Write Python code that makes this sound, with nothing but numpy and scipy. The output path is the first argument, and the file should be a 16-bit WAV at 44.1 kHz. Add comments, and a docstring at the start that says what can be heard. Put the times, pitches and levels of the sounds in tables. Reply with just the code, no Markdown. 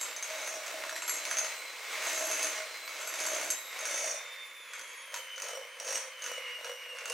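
"""In a hard-walled kitchen, close to the microphone, a mains-driven hand mixer works eggs and flour in a
glass bowl on a stone counter, slowing as the batter thickens. Its commutator whines, as a stack of tones, over
the filtered noise of fan and gears. Whenever the steel beaters touch the wall their blades rattle and scrape,
ring the glass and shake the housing: bursts of noise at the blade rate drive resonances. The walls answer."""
import sys
import numpy as np
from scipy import signal
from scipy.fft import rfft, irfft, next_fast_len
from scipy.io import wavfile
from scipy.ndimage import map_coordinates

SR = 44100
rng = np.random.default_rng(int(sys.argv[2]) if len(sys.argv) > 2 else 0)


def to_wav(s):
    """Save 16-bit WAV."""
    ch = np.atleast_2d(s).T  # columns
    pcm = np.round(np.clip(ch, -1, 1) * 32767)  # PCM
    wavfile.write(sys.argv[1], SR, pcm.astype(np.int16))


N = 314433  # samples


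def amp(db):
    """Gain of a level in dB."""
    return 10 ** (np.asarray(db) / 20)


def unit(x):
    """x scaled to rms 1."""
    return x / np.sqrt(np.mean(x ** 2) + 1e-20)


def along(points, hz):
    """(Hz, value) points read on a log frequency axis."""
    f, v = np.transpose(points)
    return np.interp(np.log(hz + 1), np.log(f + 1), v)


def curves(rows):
    """One value per sample for each column after the time."""
    s, *cols = np.transpose(rows)
    return [np.interp(np.arange(N) / SR, s, c) for c in cols]


def wobble(rate):
    """A smooth random curve, rate knots a second."""
    knots = rng.standard_normal(int(N * rate / SR) + 4)
    return map_coordinates(knots, [np.arange(N) * rate / SR])


def filtered(x, response):
    """x times a complex response of frequency."""
    m = next_fast_len(N + SR // 2)
    return irfft(rfft(x, m) * response(np.fft.rfftfreq(m, 1 / SR)), m)[..., :N]


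def modes(table):
    """Response of a set of resonances (Hz, width Hz, dB), scaled so that white noise keeps its rms."""
    def ring(f):
        return sum((-1) ** k * amp(db) * 1j * f * width / (hz * hz - f * f + 1j * f * width)
                   for k, (hz, width, db) in enumerate(table))
    return lambda f: ring(f) / np.sqrt(np.mean(abs(ring(f)) ** 2))


RIPPLE_HZ = 100  # mains ripple
BARS_PER_BLADE = 61  # commutator bars that pass for each blade pass
# The motor through the take: start_s, pitch_hz (commutator bars a second),
# whine_level_db (before the housing), rush_level_db (fan and gears, before the shell adds its ring)
MOTOR = [(0, 3826, -47, -44), (0.15, 3788, -53.5, -46.5), (0.359, 3880, -51, -43.5),
         (0.551, 3925, -59, -44), (0.899, 3952, -54, -46.5), (1.052, 4062, -55, -45),
         (1.35, 3977, -59, -42.5), (1.6, 4034, -51, -45.5), (1.75, 4032, -59, -45.5),
         (2.101, 3914, -49, -38.5), (2.55, 4038, -59, -42), (2.719, 4120, -56, -45.5),
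         (2.86, 4013, -50.5, -46.5), (2.919, 3946, -55.5, -47), (3.149, 3776, -49, -43.5),
         (3.45, 3870, -56, -41), (3.619, 3847, -47.5, -49.5), (3.918, 3697, -54, -42),
         (4.24, 3612, -54.5, -46.5), (4.56, 3570, -56, -53), (4.76, 3300, -53.5, -50),
         (5.031, 3287, -52.5, -50.5), (5.199, 3090, -53.5, -51), (5.4, 3033, -56.5, -50),
         (5.599, 3073, -59, -53), (5.9, 3130, -61.5, -49.5), (6.01, 3295, -53, -47.5),
         (6.15, 3075, -58, -51.5), (6.3, 2960, -56.5, -50), (6.57, 2853, -57.5, -48.5),
         (6.76, 2928, -57, -52.5), (7.01, 2753, -59.5, -49), (7.13, 2811, -54, -58)]


def bars():
    """Running count of commutator bars under the brushes: the pitch summed over time."""
    return np.cumsum(curves(MOTOR)[0]) / SR


def light():
    """1 while the motor runs free, 0 once the thick batter holds it back, read from its pitch."""
    return np.clip((curves(MOTOR)[0] - 3550) / 300, 0, 1)


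def ripple():
    """The mains ripple as a sine."""
    return np.sin(2 * np.pi * RIPPLE_HZ * np.arange(N) / SR)


# What the housing lets out of the whine: pitch_hz, level_db
HOUSING = [(2650, 6), (2790, 11), (2890, 11), (3050, 5.5), (3250, -6.5), (3600, 2), (3800, -8.5), (4100, 2),
           (6000, -6.5), (7200, -11), (8100, -7), (10000, -8.5), (11000, -11.5), (12000, -10.5),
           (13300, -20), (14300, -14), (15800, -21)]


def whine(unsteady=0.7, fuzz=0.55, flutter_db=2.5):
    """Commutator tone and overtones, phase-blurred by brush chatter; the mains ripple adds sidebands."""
    level_db = curves(MOTOR)[1]
    phase = 2 * np.pi * bars() + unsteady * wobble(25)  # radians, as are the two swings below
    mains = 0.85 * ripple()
    tones = 0
    for k in range(1, 6):
        level = amp(level_db + flutter_db * wobble(30)) * np.sqrt(2)
        chatter = fuzz * np.sqrt(k) * wobble(160)
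        tones = tones + level * np.sin(k * phase + mains + chatter)
    return filtered(tones, lambda f: amp(along(HOUSING, f)))


# Colour of the rush running light: pitch_hz, level_db (per Hz, relative)
RUSH_FAST = [(100, -45.5), (345, -18.5), (520, -2.5), (680, -9.5), (1070, -4.5), (1570, -4.5), (1850, -6),
             (2180, -1.5), (3000, -6.5), (4000, -10), (7000, -12), (10000, -21), (15800, -26)]
# Colour of the rush under load: pitch_hz, level_db (per Hz, relative)
RUSH_SLOW = [(100, -31), (400, -20.5), (520, 1), (750, -25.5), (960, -2), (1300, -4.5), (1900, -1),
             (2160, 2), (2600, -2), (2900, -8), (5000, -14.5), (8200, -22), (15800, -45)]
# Ring of the motor shell: pitch_hz, level_db (under load, relative to the rush; each mode flickers)
SHELL = [(1900, -16), (2130, -9), (2250, -12)]


def rush():
    """Fan air and gear mesh: rough noise that throbs with the mains, dulls under load and rings in the shell."""
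    throb = 1 + 0.054 * ripple()
    teeth = throb * amp(1.24 * wobble(250)) * rng.standard_normal((2, N))
    fast, slow = filtered(teeth, lambda hz: amp([along(RUSH_FAST, hz), along(RUSH_SLOW, hz)]))
    free = light()
    air = np.sqrt(free) * unit(fast) + np.sqrt(1 - free) * unit(slow)
    shell = 0
    for hz, db in SHELL:
        flicker = amp(db - 6 * free + 3 * wobble(11))
        shell = shell + flicker * filtered(teeth[0], modes([(hz, 60, 0)]))
    return amp(curves(MOTOR)[2] + 1.3 * wobble(12)) * (air + shell)


RISE_DB, LET_GO_DB_PER_S = 16.5, 101  # climb of the scrape over the rise; its fall afterwards
HUM_SWINGS, GLASS_SWINGS = 1.05, 1.88  # hum and ring climb and fall more steeply than the scrape
OFF_SPOT_DB = 15  # loss of a glass family one spot away
CHURN_DB, CHURN_FREE_DB = -57.5, 3.5  # beaters off the wall in thick batter; gain while it is thin
CHURN_HUM_DB, CHURN_GLASS_DB = -24, -7.5  # relative to the churning
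# Sweeps of the beaters along the wall: start_s (full contact), hold_s, rise_s (before the start),
# scrape_level_db, hum_level_db, glass_level_db (all before the trims at each sound),
# first_spot and last_spot on the wall over the hold (0-2, the family of glass modes woken)
SWEEPS = [(0, 0.0026, 0.035, -40.5, -52, -32.5, 0.88, 2),
          (0.456, 0.098, 0.38, -43.5, -40.5, -36.5, 0.8, 0.49),
          (0.697, 0.26, 0.19, -42.5, -43.5, -48, 0.57, 0.02),
          (1.104, 0.065, 0.19, -41, -57, -33, 1.75, 1.5), (1.268, 0.19, 0.15, -47, -43, -39, 1.15, 0.98),
          (2.076, 0.4, 0.27, -37.5, -41.5, -32.5, 1.3, 1.17),
          (2.522, 0.046, .1, -45.5, -38, -37.5, 0.95, 0.4), (2.882, 0.24, 0.016, -49, -58, -46.5, 0.7, 1.2),
          (3.204, 0.25, 0.38, -39, -42, -35.5, 0.97, 1.3), (3.94, .17, 0.27, -40, -40, -28.5, 0.77, 0.5),
          (4.74, 0.2, 0.077, -51.5, -63, -48.5, 1.1, 1.53),
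          (5.131, 0.0093, 0.03, -45, -49.5, -58, 1.67, 1.6),
          (5.44, 0.12, 0.088, -43, -42.5, -42.5, 0.86, 0.085),
          (5.881, 0.066, 0.13, -38.5, -39, -27.5, 0.59, 0.55),
          (6.255, 0.073, 0.084, -41.5, -47.5, -38.5, 0.83, 0.31),
          (6.375, 0.014, 0.084, -53.5, -49, -55, 0.27, 0.3),
          (6.681, .01, 0.21, -44, -45.5, -44, 0.28, 0.11),
          (7.12, 0.018, 0.27, -40.5, -40.5, -53, 0.81, 1.05)]


def contact():
    """Levels in dB of scrape, hum and three glass families: sweeps climb, hold and let go over the churning."""
    t = np.arange(0, N + 64, 64) / SR
    thin = np.interp(t, np.arange(N) / SR, light())
    s, hold, rise, scrape_db, hum_db, glass_db, first, last = np.transpose(SWEEPS)[..., None]
    climb_db = RISE_DB * np.maximum(s - t, 0) / rise
    fall_db = LET_GO_DB_PER_S * np.maximum(t - s - hold, 0)
    short_db = climb_db + fall_db  # how far each sweep is below full contact
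    spot = first + (last - first) * np.clip((t - s) / hold, 0, 1)
    churn_db = CHURN_DB + CHURN_FREE_DB * thin

    def loudest(db, under_db):
        return np.maximum(db.max(axis=0), under_db)

    rows = [t, loudest(scrape_db - short_db, churn_db),
            loudest(hum_db - HUM_SWINGS * short_db, churn_db + CHURN_HUM_DB)]
    for k in range(3):
        sweep_db = glass_db - GLASS_SWINGS * short_db - OFF_SPOT_DB * abs(spot - k)
        rows.append(loudest(sweep_db, churn_db + CHURN_GLASS_DB - OFF_SPOT_DB * abs(1 - k) / 2))
    return curves(np.transpose(rows))


def blades(scatter_db, life_s, rub):
    """Force on the wall: a noise burst of uneven size at each blade pass over a steady rub, rms 1."""
    passes = bars() / BARS_PER_BLADE
    sizes = amp(scatter_db * np.tanh(rng.standard_normal(int(passes[-1]) + 1)))
    ticks = np.diff(np.floor(passes), prepend=0) * sizes[passes.astype(int)]
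    burst = unit(signal.lfilter([1], [1, -np.exp(-1 / (life_s * SR))], ticks))
    return unit((burst + rub) * rng.standard_normal(N))


# Colour of the scrape: pitch_hz, level_db (per Hz, relative)
SCRAPE_COLOUR = [(35, -95), (60, -95), (261, -11), (604, -1.5), (780, -11), (1890, -2.5), (2180, -16),
                 (3090, -11.5), (5040, -14), (6360, -15.5), (7150, -14), (10100, -17.5), (15800, -25)]


def scrape(grind, scrape_db):
    """Steel grinding on the wall: the blade force, coloured and levelled by the contact."""
    return amp(scrape_db - 6.5) * unit(filtered(grind, lambda hz: amp(along(SCRAPE_COLOUR, hz))))


def rumble(grind, scrape_db):
    """The bowl rumbles on the counter, one low resonance, until the batter damps it."""
    return amp(scrape_db - 23) * light() * filtered(grind, modes([(330, 70, 0)]))


HUM_OFF_DB_PER_KHZ = 29.5  # loss of a mode away from its motor pitch
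HUM_FLICKER_DB = 2  # each mode wavers by up to this
# Low modes of the loaded bowl, sinking as the batter thickens:
# pitch_hz, width_hz, level_db (relative), motor_pitch_hz (where the mode sounds best)
HUM = [(494, 24, -1.5, 2850), (526, 24, -2, 3100), (578, 26, -3, 3600), (628, 16, -3.5, 3950)]


def hum(grind, hum_db):
    """The loaded bowl hums: each low mode takes up the grinding most near its own motor pitch."""
    motor_hz = curves(MOTOR)[0]
    total = 0
    for hz, width, db, best in HUM:
        off_db = HUM_OFF_DB_PER_KHZ * abs(motor_hz - best) / 1000
        level = amp(hum_db + db - off_db + HUM_FLICKER_DB * np.tanh(wobble(13)))
        # the second factor is a gentle low cut at the mode
        total = total + filtered(level * grind, lambda f: modes([(hz, width, 0)])(f) * 1j * f / (1j * f + hz))
    return total


MUFFLED = 2.6  # thick batter widens the glass modes under a blow by this factor
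# Glass modes in three families, each woken from another part of the wall:
# pitch_hz, width_hz (in thin batter), level_db (relative)
GLASS = [
    [(5642, 35, -4), (5762, 22, 0), (2888, 30, -12), (8187, 30, -9), (8570, 20, -10)],
    [(6135, 30, -4), (6210, 35, -5), (6390, 35, -5), (6452, 32, -3), (6516, 14, 0), (6720, 25, -5),
     (2620, 60, -11), (4540, 160, -17), (6300, 500, -12), (9020, 54, -15), (9470, 120, -17),
     (10150, 120, -17)],
    [(7346, 14, 0), (7498, 45, -4), (7697, 26, -5), (11340, 35, -9), (7990, 45, -10)],
]


def glass(force, ring_db, struck):
    """The bowl rings: rubbing and blows drive its modes, and thick batter muffles the ring of the blows."""
    clear = 0.21 + 0.92 * light()
    total = 0
    for level, blow, family in zip(amp(ring_db), struck, GLASS):
        open_drive = amp(-5.0) * level * force + amp(-2.0) * clear * blow
        muffled_drive = amp(0.5) * (1 - clear) * blow
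        total = total + filtered(open_drive, modes(family))
        total = total + filtered(muffled_drive, modes(np.array(family) * [1, MUFFLED, 1]))
    return total


BLOW_OFF_SPOT_DB = 20.5  # loss of a glass family one spot away, before the three are evened to one power
DRAG_S, DRAG_DB = 0.027, -16  # the blade drags on after a blow and draws out the thud
# Hard blade blows: start_s, blow_level_db (peak force), spot on the wall
# (0-2 = glass family, beyond 2 = past the last), thud_level_db (peak force of the thud, before the drag)
KNOCKS = [(.012, -23.5, 1.44, -37.5), (0.1634, -29, 1.15, -40), (0.2257, -24.5, 1.2, -38),
          (0.3014, -33, 1.2, -41), (0.429, -37, 1, -38.5), (0.474, -25.5, 1.2, -37),
          (0.6628, -32, 1.4, -46), (0.837, -34, 1.3, -33), (0.894, -31, 1.36, -34),
          (0.962, -29.5, 1.54, -34), (1.0208, -27.5, 1.6, -33.5), (1.079, -20.5, 1.64, -36.5),
          (1.094, -23, 1.7, -34), (1.252, -24, 0.9, -32), (1.311, -22, 1.27, -30),
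          (1.3698, -21.5, 0.96, -38), (1.3848, -22.5, 1.2, -40), (1.447, -26, 1.2, -35),
          (2.251, -26, 1.54, -38.5), (2.313, -19.5, 1.3, -34), (2.4287, -17, 0.93, -37),
          (2.8772, -33, 1, -35.5), (3.0114, -29, 1.44, -39), (3.073, -22, 1.7, -37.5),
          (3.139, -27.5, 1.51, -36.5), (3.202, -23, 1.47, -36), (3.252, -27, 1.2, -37),
          (3.2637, -23.5, 1.5, -46), (3.3453, -26, 1.4, -33), (3.503, -14, 1.57, -43),
          (3.5103, -35, 1.41, -44.5), (3.7903, -28.5, 1.22, -43), (3.8537, -23.5, 0.63, -36),
          (4.734, -37, 1.6, -39), (4.794, -34.5, 1.09, -41.5), (5.1234, -45, 1.1, -47),
          (5.1415, -28.5, 1.28, -31.5), (5.151, -35, 1.21, -52), (5.1613, -37, 2.5, -53),
          (5.171, -42, 2.5, -53), (5.36, -41, 0.82, -44), (5.379, -36, 0.84, -40.5),
          (5.4004, -36, 0.87, -56), (5.42, -28.5, 0.72, -44), (5.4422, -47, 0.92, -45),
          (5.463, -43, 0.46, -42), (5.485, -28.5, 0.41, -40), (5.7997, -31, 0.69, -38),
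          (5.878, -35, 0.86, -35), (5.9552, -22.5, 0.32, -36), (6.2209, -34, 1, -36),
          (6.24, -35.5, 1.05, -45), (6.2622, -37, 0.9, -37), (6.6451, -34.5, 0.54, -36.5),
          (6.9853, -38, 0.88, -38), (7.056, -28.5, 0.89, -35.5), (7.0983, -26.5, 0.88, -39)]


def knocks(life_s=0.0022, again_db=-6):
    """Force of the hard blows: bare, for the thud and for each glass family; the next two blades strike again."""
    s, db, spot, thud_db = np.transpose(KNOCKS)
    near = amp([-BLOW_OFF_SPOT_DB * abs(spot - k) for k in range(3)])
    sizes = np.vstack([amp([db, thud_db]), amp(db) * near / np.linalg.norm(near, axis=0)])
    times, hz, *_ = np.transpose(MOTOR)
    gap_s = BARS_PER_BLADE / np.interp(s, times, hz)
    scatter_db = 1.5 * rng.standard_normal((len(s), 3))
    scatter_db[:, 0] = 0  # only the repeats vary
    force = np.zeros((5, N + SR))
    for k in range(3):
        hits = np.round((s + k * gap_s) * SR).astype(int)
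        force[:, hits] += sizes * amp(k * k * again_db + scatter_db[:, k])

    def fading(life):
        return signal.lfilter([1], [1, -np.exp(-1 / (life * SR))], force[:, :N])

    is_thud = (np.arange(5) == 1)[:, None]
    drag = amp(DRAG_DB) * is_thud * fading(DRAG_S)
    return (fading(life_s) + drag) * np.sign(rng.standard_normal((5, N)))  # random signs make it noise


# Dull modes of bowl and housing: pitch_hz, width_hz, level_db (relative)
BODY = [(962, 52, 5), (1390, 245, 5), (2120, 830, 1), (4600, 1100, -5)]


def thud(force):
    """Blows shake bowl and housing, whose wide modes die fast; thin batter damps them 1 dB less."""
    return amp(1 * light()) * filtered(force, modes(BODY))


def crack(blow):
    """Bare click of a blow: its force kept between gentle slopes at 1500 and 9000 Hz."""
    return amp(-14) * filtered(blow, lambda hz: 1j * hz / (1j * hz + 1500) * 9000 / (1j * hz + 9000))


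def beaters():
    """The blades scrape along the wall and knock on it, ring the glass and make the bowl hum."""
    scrape_db, hum_db, *ring_db = contact()
    blow, thud_force, *struck = knocks()
    force = blades(scatter_db=3, life_s=0.003, rub=0.7)
    grind = blades(scatter_db=6, life_s=0.004, rub=1)
    rubbed = scrape(grind, scrape_db) + rumble(grind, scrape_db) + hum(grind, hum_db)
    return rubbed + glass(force, ring_db, struck) + thud(thud_force) + crack(blow)


# Decay of the room: pitch_hz, t60_s
KITCHEN = [(300, 0.35), (3000, 0.34), (12000, 0.39)]


def kitchen(x):
    """Two unrelated answers of the walls: decaying noise in which each frequency dies at its own speed."""
    hz, t, z = signal.stft(rng.standard_normal((2, SR // 2)), SR, nperseg=256)
    decay = amp(-60 * t / along(KITCHEN, hz)[:, None])
    tail = signal.istft(z * decay, SR, nperseg=256)[1]
    late = np.pad(x, (200, 0))[None]  # the walls answer 200 samples after the direct sound
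    return signal.fftconvolve(late, tail / np.linalg.norm(tail[0]), axes=1)[:, :N]


# Colour of the faint room tone: pitch_hz, level_db (per Hz, relative)
ROOM_TONE = [(25, 3), (60, 11), (150, -24), (300, -6), (600, -56)]


def room_tone():
    """Two unrelated coloured noises, for the middle and for the sides, each of rms 1."""
    noise = rng.standard_normal((2, N))
    low, wide = filtered(noise, lambda hz: amp(along(ROOM_TONE, hz)))
    return unit(low), unit(wide)


# Spread of the walls' answer to the sides: pitch_hz, level_db
WIDTH = [(60, -12), (110, -11), (200, -40), (380, -14.5), (600, -18), (1290, -18.5), (2380, -10.5),
         (4400, -8), (8120, -6), (15000, -11.5)]


def scene():
    """The mixer sits close and near the middle, a touch right; the walls spread it left and right."""
    mixer = whine() + rush() + beaters()
    ahead, across = kitchen(mixer)
    low, wide = room_tone()
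    mid = mixer + amp(-6.5) * ahead + amp(-85.0) * low
    side = filtered(across, lambda hz: amp(along(WIDTH, hz))) + amp(-96) * wide
    return np.array([mid + side, mid - side]) * amp([[-0.3], [0.3]])


def record(dry):
    """The microphone's recorder cuts the deep bass below 200 Hz and keeps nothing from 15830 Hz up."""
    return filtered(dry, lambda hz: (hz < 15830) * (1j * hz / (1j * hz + 200)) ** 2)


dry = scene()
out = record(dry)
to_wav(out)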